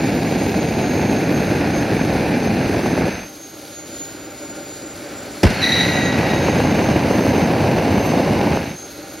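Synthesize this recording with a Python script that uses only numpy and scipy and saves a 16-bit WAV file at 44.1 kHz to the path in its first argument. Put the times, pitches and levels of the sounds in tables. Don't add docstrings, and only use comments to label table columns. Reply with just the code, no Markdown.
import sys
import numpy as np
from scipy import signal
from scipy.fft import rfft, irfft, next_fast_len
from scipy.io import wavfile

SR = 44100
rng = np.random.default_rng(int(sys.argv[2]) if len(sys.argv) > 2 else 0)


def file_out(sig):
    cols = np.atleast_2d(sig).T
    lim = np.clip(cols, -1, 1)
    pcm = np.round(lim * 32767).astype(np.int16)
    wavfile.write(sys.argv[1], SR, pcm)


N = 405719
TIME = np.arange(N) / SR
OPPOSITE = np.array([[1], [-1]])
FREE_HZ, CRUISE_HZ = 7225, 6500
GO_OUT_S = 0.075


def from_db(db):
    return 10 ** (np.asarray(db) / 20)


def rms_one(x):
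    return x / np.sqrt(np.mean(x ** 2) + 1e-20)


def butter(order, hz, kind="low"):
    return signal.butter(order, hz, kind, fs=SR, output="sos")


def curve(points):
    return np.interp(TIME, *np.transpose(points))


def ramp(s, length_s):
    return np.clip((TIME - s) / length_s, 0, 1)


def since(s):
    return np.maximum(TIME - s, 0)


def dying(s, time_constant_s):
    return np.exp(-since(s) / time_constant_s)


def bump(s, half_s):
    return np.exp(-((TIME - s) / half_s) ** 2)


def phase_of(hz):
    return 2 * np.pi * np.cumsum(hz) / SR


def drift(rate_hz):
    r = np.exp(-2 * np.pi * rate_hz * 10 / SR)
    run_in = SR // 10
    white = rng.standard_normal(N // 10 + 2 + run_in)
    slow = signal.lfilter([1], [1, -2 * r, r * r], white)[run_in:]
    return np.interp(np.arange(N) / 10, np.arange(len(slow)), rms_one(slow))


def resonate(x, hz, width_hz):
    r = np.exp(-np.pi * width_hz / SR)
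    poles = [1, -2 * r * np.cos(2 * np.pi * hz / SR), r * r]
    return signal.lfilter(np.array([1, 0, -1]) * (1 - r * r) / 2, poles, x)


def gains(colour):
    hz, db = np.transpose(colour)
    bins = np.maximum(np.fft.rfftfreq(next_fast_len(N), 1 / SR), 1)
    return from_db(np.interp(np.log(bins), np.log(hz), db))


def shaped_noise(gain):
    real, imaginary = rng.standard_normal((2, len(gain)))
    return irfft(gain * (real + 1j * imaginary), next_fast_len(N))[:N]


def noise(colour):
    return rms_one(shaped_noise(gains(colour)))


def narrow_noise(hz, width_hz):
    return rms_one(resonate(resonate(rng.standard_normal(N), hz, width_hz), hz, 4 * width_hz))


def gliding_noise(hz, spread_hz):
    phase = phase_of(hz)
    return drift(spread_hz) * np.sin(phase) + drift(spread_hz) * np.cos(phase)


# (frequency [Hz], level [dB])
CENTRE_HISS = [(1500, -18), (3000, 7.5), (4500, 12.5), (5800, 7), (6500, 12.5), (7400, -24), (8400, 0),
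               (10000, 5.5), (11500, 6), (12900, 1), (13800, -33), (15800, -4)]
SIDE_HISS = [(5000, -90), (6200, -49), (6700, 19.5), (8000, 16), (9500, 10), (11000, -13), (12500, 1),
             (13500, 16.5), (15800, -6)]


def stereo_hiss(side_db):
    return noise(CENTRE_HISS) + from_db(side_db) * noise(SIDE_HISS) * OPPOSITE


def with_ground_echo(x, delay_s=0.0024, sway_s=0.00003, echo_db=-15):
    earlier = TIME - delay_s - sway_s * drift(0.8)
    return x + from_db(echo_db) * np.array([np.interp(earlier, TIME, side) for side in x])


# (time [s], relative level [dB])
SUCTION_SWELLS = [(0, 3.5), (1.0, 0.0574), (2.8, -1.5), (3.24, -4), (3.35, -3), (3.47, -1.5), (3.57, -3),
                  (3.68, 1.5), (3.82, 1.5), (4.0, 5), (4.23, 1.5), (4.55, 4.5), (4.68, 6), (4.77, 9),
                  (4.86, 4), (4.97, 7.5), (5.15, 5), (5.4, 9), (6.15, -0.5), (6.42, 0.5), (6.95, -2),
                  (7.25, 0.5), (7.88, -5), (8.07, 1), (8.3, -5), (8.76, -3.5), (8.93, 0), (9.04, -2),
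                  (9.17, 1)]


def intake(hz, cruise_db=-43.5, db_per_hz=-0.0128, flutter_db=1.5):
    level_db = cruise_db + db_per_hz * (hz - CRUISE_HZ) + curve(SUCTION_SWELLS)
    return from_db(level_db + flutter_db * drift(16)) * with_ground_echo(stereo_hiss(side_db=-3))


# (time [s], level [dB])
WHISTLE_LEVEL = [(3.3, -67.5), (4.0, -58), (4.22, -63), (4.5, -52), (5.4, -58), (8.7, -62), (8.9, -50),
                 (9.2, -53)]


def intake_whistle(hz, ratio=0.652, blade_db=-56, blade_db_per_hz=-0.0053):
    whistle = from_db(curve(WHISTLE_LEVEL)) * gliding_noise(ratio * hz, spread_hz=220)
    hiss_db = blade_db + blade_db_per_hz * (hz - CRUISE_HZ)
    return whistle + from_db(hiss_db) * gliding_noise(hz, spread_hz=260)


def brief_whistle(peak_s=6, half_s=0.3, hz=6406, level_db=-45.5, jitter_hz=12):
    tone = np.sqrt(2) * np.sin(phase_of(hz + jitter_hz * drift(40)))
    return from_db(level_db) * bump(peak_s, half_s) * tone


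# (frequency [Hz], side minus mid [dB])
HEARD_WIDTH = [(40, -68), (130, -35), (300, -23), (600, -15), (1200, -15.5), (1850, -5.5), (2300, -35),
               (6000, -83), (7000, 11), (8300, 9), (10500, -8), (14000, -5)]


def turbulence(colour, lean=0.17):
    gain, width, size = gains(colour), gains(HEARD_WIDTH), next_fast_len(N)
    mid = shaped_noise(gain)
    side = shaped_noise(gain * width) - lean * irfft(rfft(mid, size) * width, size)[:N]
    return (mid + side * OPPOSITE) / np.std(mid)


# (frequency [Hz], width [Hz], relative level [dB])
PIPE_MODES = [(301, 56, 1), (576, 34, -4), (787, 28, -11), (1406, 60, -11), (2270, 76, -34)]


def pipe_ring():
    return rms_one(sum(from_db(db) * rms_one(resonate(rng.standard_normal(N), hz, width_hz))
                       for hz, width_hz, db in PIPE_MODES))


# (frequency [Hz], level [dB])
BLOW_COLOUR = [(25, -6), (75, -0.5), (125, 2.5), (200, -1), (480, 1), (750, -6.5), (1000, -13), (1500, -4),
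               (1850, -9.5), (2250, -5.5), (3200, -15.5), (4500, -14.5), (6000, -17.5), (8000, -36)]
# (time [s], level [dB])
FLOW_LEVEL = [(3.3, -40), (3.6, -39), (4.05, -35.5), (4.25, -35.5), (4.9, -35), (5.1, -31.5), (5.4, -33.5),
              (5.7, -37), (6.2, -47), (9.2, -35.5)]


def jet_pipe(rush_db=-4, ring_db=-1, side_db=-19, throb_db=1.45):
    ring = pipe_ring() + from_db(side_db) * pipe_ring() * OPPOSITE
    rush = from_db(rush_db) * turbulence(BLOW_COLOUR)
    return from_db(curve(FLOW_LEVEL)) * (rush + from_db(ring_db + throb_db * drift(30)) * ring)


# (lit [s], cut [s], pitch the rotor sags towards [Hz], sag time constant [s])
BURNS = [(-1.17, 3.09, 6240, 1.6), (5.431, 8.568, 6313, 0.58)]


def rotor_hz(spool_s=1.165, spool_delay_s=0.108):
    hz = np.full(N, float(FREE_HZ))
    for lit_s, cut_s, loaded_hz, sag_s in BURNS:
        for s, goal_hz, glide_s in ((lit_s, loaded_hz, sag_s), (cut_s + spool_delay_s, FREE_HZ, spool_s)):
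            glide = goal_hz + (np.interp(s, TIME, hz) - goal_hz) * dying(s, glide_s)
            hz = np.where(TIME < s, hz, glide)
    return hz


# (time [s], relative level [dB])
WHINE_SWELLS = [(0.0, 3.0), (0.22, -1), (0.46, 2), (0.74, 1), (0.98, 4.5), (1.18, 5), (1.3, -3),
                (1.38, 5.5), (1.66, -5), (1.78, 7), (1.86, -6), (2.02, 1), (2.3, -10), (2.48, 3.0),
                (2.52, -12), (2.64, -3), (2.8, -5), (2.88, 0.5), (3.28, 1.0), (3.34, -6), (3.44, 3),
                (3.66, -12), (3.76, 9), (3.9, 1.5), (4.02, 13), (4.16, -2), (4.56, 5.5), (4.66, 4.5),
                (4.72, 8), (5.12, -1), (5.2, 8), (5.26, -3.0), (5.38, 6), (5.56, -3.5), (5.94, 6),
                (6.08, 6), (6.2, -5.5), (6.26, -1), (6.42, 7.5), (6.62, 4.0), (6.9, 2), (7.0, -4),
                (7.16, 3), (7.44, 2), (7.54, -10), (7.64, 1), (7.72, -12), (7.78, -2), (7.9, -5),
                (8.02, 3.5), (8.46, -6.5), (8.56, 1), (8.64, -5.0), (8.8, 6.5), (9.0, -5.5), (9.18, -1)]
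# (time [s], level [dB])
OCTAVE_LEVEL = [(0, -55), (0.4, -56), (1.15, -55), (1.9, -65), (3.2, -65), (3.3, -53), (3.8, -57),
                (4.1, -51), (4.5, -53), (5.4, -50), (5.6, -65.5), (6.2, -62), (6.4, -54.5), (6.55, -61),
                (7.0, -63), (7.23, -50), (7.55, -63), (7.85, -61), (8.02, -52), (8.3, -62), (9.2, -52)]
# (frequency [Hz], phase [rad])
PORT_LAG = [(6300, 0.16), (6480, 0.43), (6630, 1.84), (6760, 2.34), (7050, 2.6), (12600, 1.27),
            (13300, 1.6), (14000, 3.1)]


def compressor(hz, whine_db=-45, wander_hz=4.08, shimmer_db=0.2, octave_shimmer_db=2.5):
    first_db = whine_db + curve(WHINE_SWELLS) + shimmer_db * drift(17)
    octave_db = curve(OCTAVE_LEVEL) + octave_shimmer_db * drift(14)
    phase = phase_of(hz + wander_hz * drift(16))
    smear_db = 0.01 * np.maximum(hz - CRUISE_HZ, 0)
    out = 0
    for k, level_db, skirt_db in ((1, first_db, -9), (2, octave_db, -5)):
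        arrival = k * phase + np.interp(k * hz, *np.transpose(PORT_LAG)) * OPPOSITE / 2
        tone = from_db(-smear_db / 2) * np.sin(arrival)
        skirt = drift(36) * np.sin(arrival) + drift(66.7) * np.cos(arrival)
        out = out + from_db(level_db) * (tone + from_db(skirt_db + smear_db / 3) * skirt)
    return np.sqrt(2) * out


def with_tails(clicks, time_constant_s):
    return signal.lfilter([1], [1, -np.exp(-1 / (time_constant_s * SR))], clicks + 1e-18)


# (time [s], knock drive [dB], snap drive [dB])
ROAR_PEAKS = [(0.247, -19, -26), (2.613, -13, -23), (2.75, -13, -25), (2.861, -8, -28), (2.977, -7, -26),
              (6.485, -5.5, -31.5), (6.962, -6.5, -23.5), (7.111, -6.5, -26), (7.267, -6, -24),
              (7.981, -10, -19), (8.53, -17, -19), (8.573, -7.5, -23)]


def roar_peaks(push_s=0.00069, snap_s=0.002, knock_top_hz=1900, snap_top_hz=2900):
    pushes, snaps = np.zeros((2, N))
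    for s, knock_db, snap_db in ROAR_PEAKS:
        pushes[round(s * SR)] = from_db(knock_db)
        snaps[round(s * SR)] = from_db(snap_db)
    push = with_tails(pushes, push_s)
    knock = 0.5 * push + 3 * resonate(push, hz=560, width_hz=380)
    snap_colour = [(300, -10), (750, -1), (1200, -7), (1600, 0), (2500, 0), (3300, -20)]
    snap = with_tails(snaps, snap_s) * noise(snap_colour)
    return signal.sosfilt(butter(4, snap_top_hz), snap) + signal.sosfilt(butter(3, knock_top_hz), knock)


def pipe_whistle(level_db=-30, hz=4300, peak_s=5.63, swell_s=0.12, jitter_hz=50, flutter_db=5):
    swell = np.exp(np.minimum(TIME - peak_s, 0) / swell_s) * dying(peak_s, 0.025)
    phase = phase_of(hz + jitter_hz * drift(84))
    return from_db(level_db - flutter_db * drift(90)) * swell * np.sin(phase)


# (harmonic, level [dB], drop after the hold [dB], decay after the hold [dB/s])
SCREECH_PARTIALS = [(1, -27, -2.5, 16.5), (2, -22, 8.5, 13.5), (3, -41.5, 3, 35)]
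# (time [s], half length [s], change in the upper partials [dB])
SCREECH_SPURTS = [(5.612, 0.011, -7), (5.642, 0.011, 5.5), (5.67, 0.006, 3), (5.685, 0.005, -8),
                  (5.709, 0.0093, -9.5), (5.723, 0.006, 5), (5.805, 0.009, 4), (5.836, 0.0085, -3),
                  (5.96, 0.011, -1), (6.207, 0.04, -12.5), (6.474, 0.043, -10)]


def screech(start_s=5.603, hold_s=0.212, length_s=0.99, mode_hz=1902, jitter_hz=20, break_hz_per_db=5,
            flutter_db=3, rattle_db=4, rasp_db_per_s=55, port_lag_rad=0.75):
    fade_s = start_s + hold_s
    spurt_db = sum(db * bump(s, half_s) for s, half_s, db in SCREECH_SPURTS)
    unrest = dying(fade_s, 0.85)
    hz = mode_hz + 123.9 * dying(start_s, 0.0143) + 66.1 * dying(start_s, 0.45)
    slip = unrest * drift(157)
    phase = phase_of(hz + jitter_hz * slip - break_hz_per_db * unrest * np.minimum(spurt_db, 0))
    tone = 0
    for k, db, drop_db, db_per_s in SCREECH_PARTIALS:
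        ragged_db = flutter_db * (drift(43) - 0.9 * slip) + rattle_db * unrest * drift(170)
        ragged_db = np.minimum(ragged_db, 4)
        spurt_share, lag = (0.3, port_lag_rad) if k == 1 else (1, 0)
        level_db = db - drop_db * ramp(fade_s, 0.065) - db_per_s * since(fade_s) + spurt_share * spurt_db
        tone = tone + from_db(level_db + ragged_db) * np.sin(k * phase + lag * OPPOSITE / 2)
    rasp = (from_db(-26) * narrow_noise(hz=1960, width_hz=290)
            + from_db(-28) * narrow_noise(hz=4030, width_hz=270)
            + from_db(-40) * narrow_noise(hz=5970.6, width_hz=170)
            + from_db(-37) * stereo_hiss(side_db=-3))
    locked = ramp(start_s, 0.024) * (1 - ramp(start_s + length_s - GO_OUT_S, GO_OUT_S))
    return locked * (np.sqrt(2) * tone + from_db(-rasp_db_per_s * since(fade_s)) * rasp)


# (time [s], crack [dB], boom [dB], boom length [s],
# start pitch [Hz], end pitch [Hz], time constant of the pitch drop [s])
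BLASTS = [(5.431, -8.5, -6, 0.032, 810, 75, 0.006), (5.449, -22, -4.5, 0.024, 700, 53.33, 0.003),
          (5.465, -20.5, -22, 0.014, 300, 150, 0.00447), (5.502, -20.5, -13, 0.016, 323, 161, 0.0053)]


def relight(body_t60_s=0.14, treble_t60_s=0.057, treble_db=1, split_hz=2800, rise_s=0.0026):
    out = np.zeros((2, N))
    burst = turbulence([(100, 8.5), (600, 6), (1200, -3), (2300, 1), (3300, -6), (5500, -3.5),
                        (8000, -19), (12000, -16), (16000, -48.5)])
    body = signal.sosfiltfilt(butter(2, split_hz), burst)
    treble = burst - body
    age = np.arange(SR // 2) / SR
    attack = np.minimum(age / rise_s, 1)
    for s, crack_db, boom_db, length_s, start_hz, end_hz, sink_s in BLASTS:
        span = slice(round(s * SR), round(s * SR) + len(age))
        crack = from_db(-60 * age / body_t60_s) * body[:, span]
        crack += from_db(treble_db - 60 * age / treble_t60_s) * treble[:, span]
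        hz = end_hz + (start_hz - end_hz) * np.exp(-age / sink_s)
        boom = np.sqrt(np.clip(2 * (1 - age / length_s), 0, 1)) * np.sin(phase_of(hz))
        out[:, span] += attack * (from_db(crack_db) * crack + from_db(boom_db) * boom)
    return out


def buffet(level_db=-22, rise_s=0.01146, fall_s=0.052, top_hz=130):
    s = BLASTS[0][0]
    shake = rms_one(signal.sosfilt(butter(2, top_hz), rng.standard_normal(N)))
    return from_db(level_db) * ramp(s, rise_s) * dying(s + rise_s, fall_s) * shake * OPPOSITE


def crackle(per_s=420, spread_db=2.5, band_hz=(1500, 4500), ring_db=3, top_hz=5800):
    hits = rng.random(N) < per_s / SR
    shocks = hits * from_db(spread_db * np.minimum(rng.exponential(1, N), 3)) + 1e-18
    cracks = signal.sosfilt(butter(1, band_hz, "band"), shocks)
    ring = from_db(ring_db) * resonate(shocks, hz=2550, width_hz=700)
    return rms_one(signal.sosfilt(butter(6, top_hz), cracks + ring))


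# (frequency [Hz], level [dB])
ROAR_COLOURS = [
    [(25, -35), (55, -12), (90, -4), (125, -2), (170, 1), (300, 0.5), (400, -4.5), (540, -8), (660, -9.5),
     (820, -9.5), (1000, -23.5), (1200, -26.5), (2000, -75)],
    [(25, -26), (55, -12.5), (90, -1.5), (130, -0.5), (170, 0.5), (290, 0.5), (400, -5.5), (540, -5),
     (680, -7.5), (850, -9.5), (1080, -18), (1350, -29), (2200, -51)],
]
RASP_COLOURS = [
    [(700, -0.5), (1200, -10), (1570, 0), (1950, -3.5), (2400, -0.5), (2700, -4.5), (3100, -17),
     (4300, -9.5), (5800, -19), (6500, -27.5), (7500, -49), (12000, -43)],
    [(700, -27), (1300, -3.5), (1600, 2), (1850, -1), (2200, 1.5), (2450, -1), (2800, -2), (3330, -16),
     (3650, -10.5), (4400, -9), (5800, -16.5), (6500, -20.5), (7500, -39), (12000, -57)],
]
# (time [s], cut to its lower band [dB])
RASP_BRIGHTNESS = [(0, 1.5), (.65, 2), (1.4, -4), (3.3, -2.5), (5.6, 0), (7.3, -0.5), (8.7, 2)]
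# (roar [dB], rasp [dB], roar drop at the cut [dB])
FLAME_LEVELS = [(-18.0, -29.5, 10.5), (-15.5, -29.5, 7)]


def afterburner(crackle_db=-12.5, hiss_db=-19, roar_surge_db=1.67, rasp_surge_db=1.41, split_hz=2200,
                light_s=0.01558, valve_s=0.0098, linger_s=0.22, linger_db_per_s=48.5):
    surge = drift(148)
    shocks = from_db(crackle_db) * crackle()
    hiss = from_db(hiss_db) * stereo_hiss(side_db=-2)
    bright_db = curve(RASP_BRIGHTNESS)
    out = 0
    for burn, (lit_s, cut_s, *_) in enumerate(BURNS):
        roar_db, rasp_db, drop_db = FLAME_LEVELS[burn]
        alight = ramp(lit_s, light_s) * (1 - ramp(cut_s + linger_s - GO_OUT_S, GO_OUT_S))
        flame = alight * from_db(-linger_db_per_s * since(cut_s))
        fireball_db = 12 * dying(lit_s, 0.0215)
        thin_db = 10.5 * dying(lit_s, 0.48)
        raspy_db = 6.5 * (dying(lit_s, 0.84) - dying(lit_s, 0.19))
        low_db = roar_db + fireball_db - thin_db - drop_db * ramp(cut_s, valve_s)
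        roar = from_db(low_db + roar_surge_db * surge) * turbulence(ROAR_COLOURS[burn])
        tearing = turbulence(RASP_COLOURS[burn])
        lower = signal.sosfiltfilt(butter(2, split_hz), tearing)
        tilted = from_db(-bright_db) * lower + from_db(0.0824 * bright_db) * (tearing - lower)
        rasp = from_db(rasp_db + raspy_db + rasp_surge_db * surge) * (tilted + shocks + hiss)
        out = out + flame * (roar + rasp)
    return out


def scene():
    hz = rotor_hz()
    exhaust = afterburner() + roar_peaks() + pipe_whistle() + screech() + relight() + buffet()
    return exhaust + jet_pipe() + intake(hz) + compressor(hz) + intake_whistle(hz) + brief_whistle()


def record(dry, low_cut_hz=45, high_cut_hz=15750):
    thinned = signal.sosfilt(butter(4, low_cut_hz, "high"), dry)
    rounded = thinned / (1 + thinned ** 4) ** (1 / 4)
    return signal.sosfilt(signal.ellip(10, .1, 80, high_cut_hz, fs=SR, output="sos"), rounded)


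dry = scene()
out = record(dry)
file_out(out)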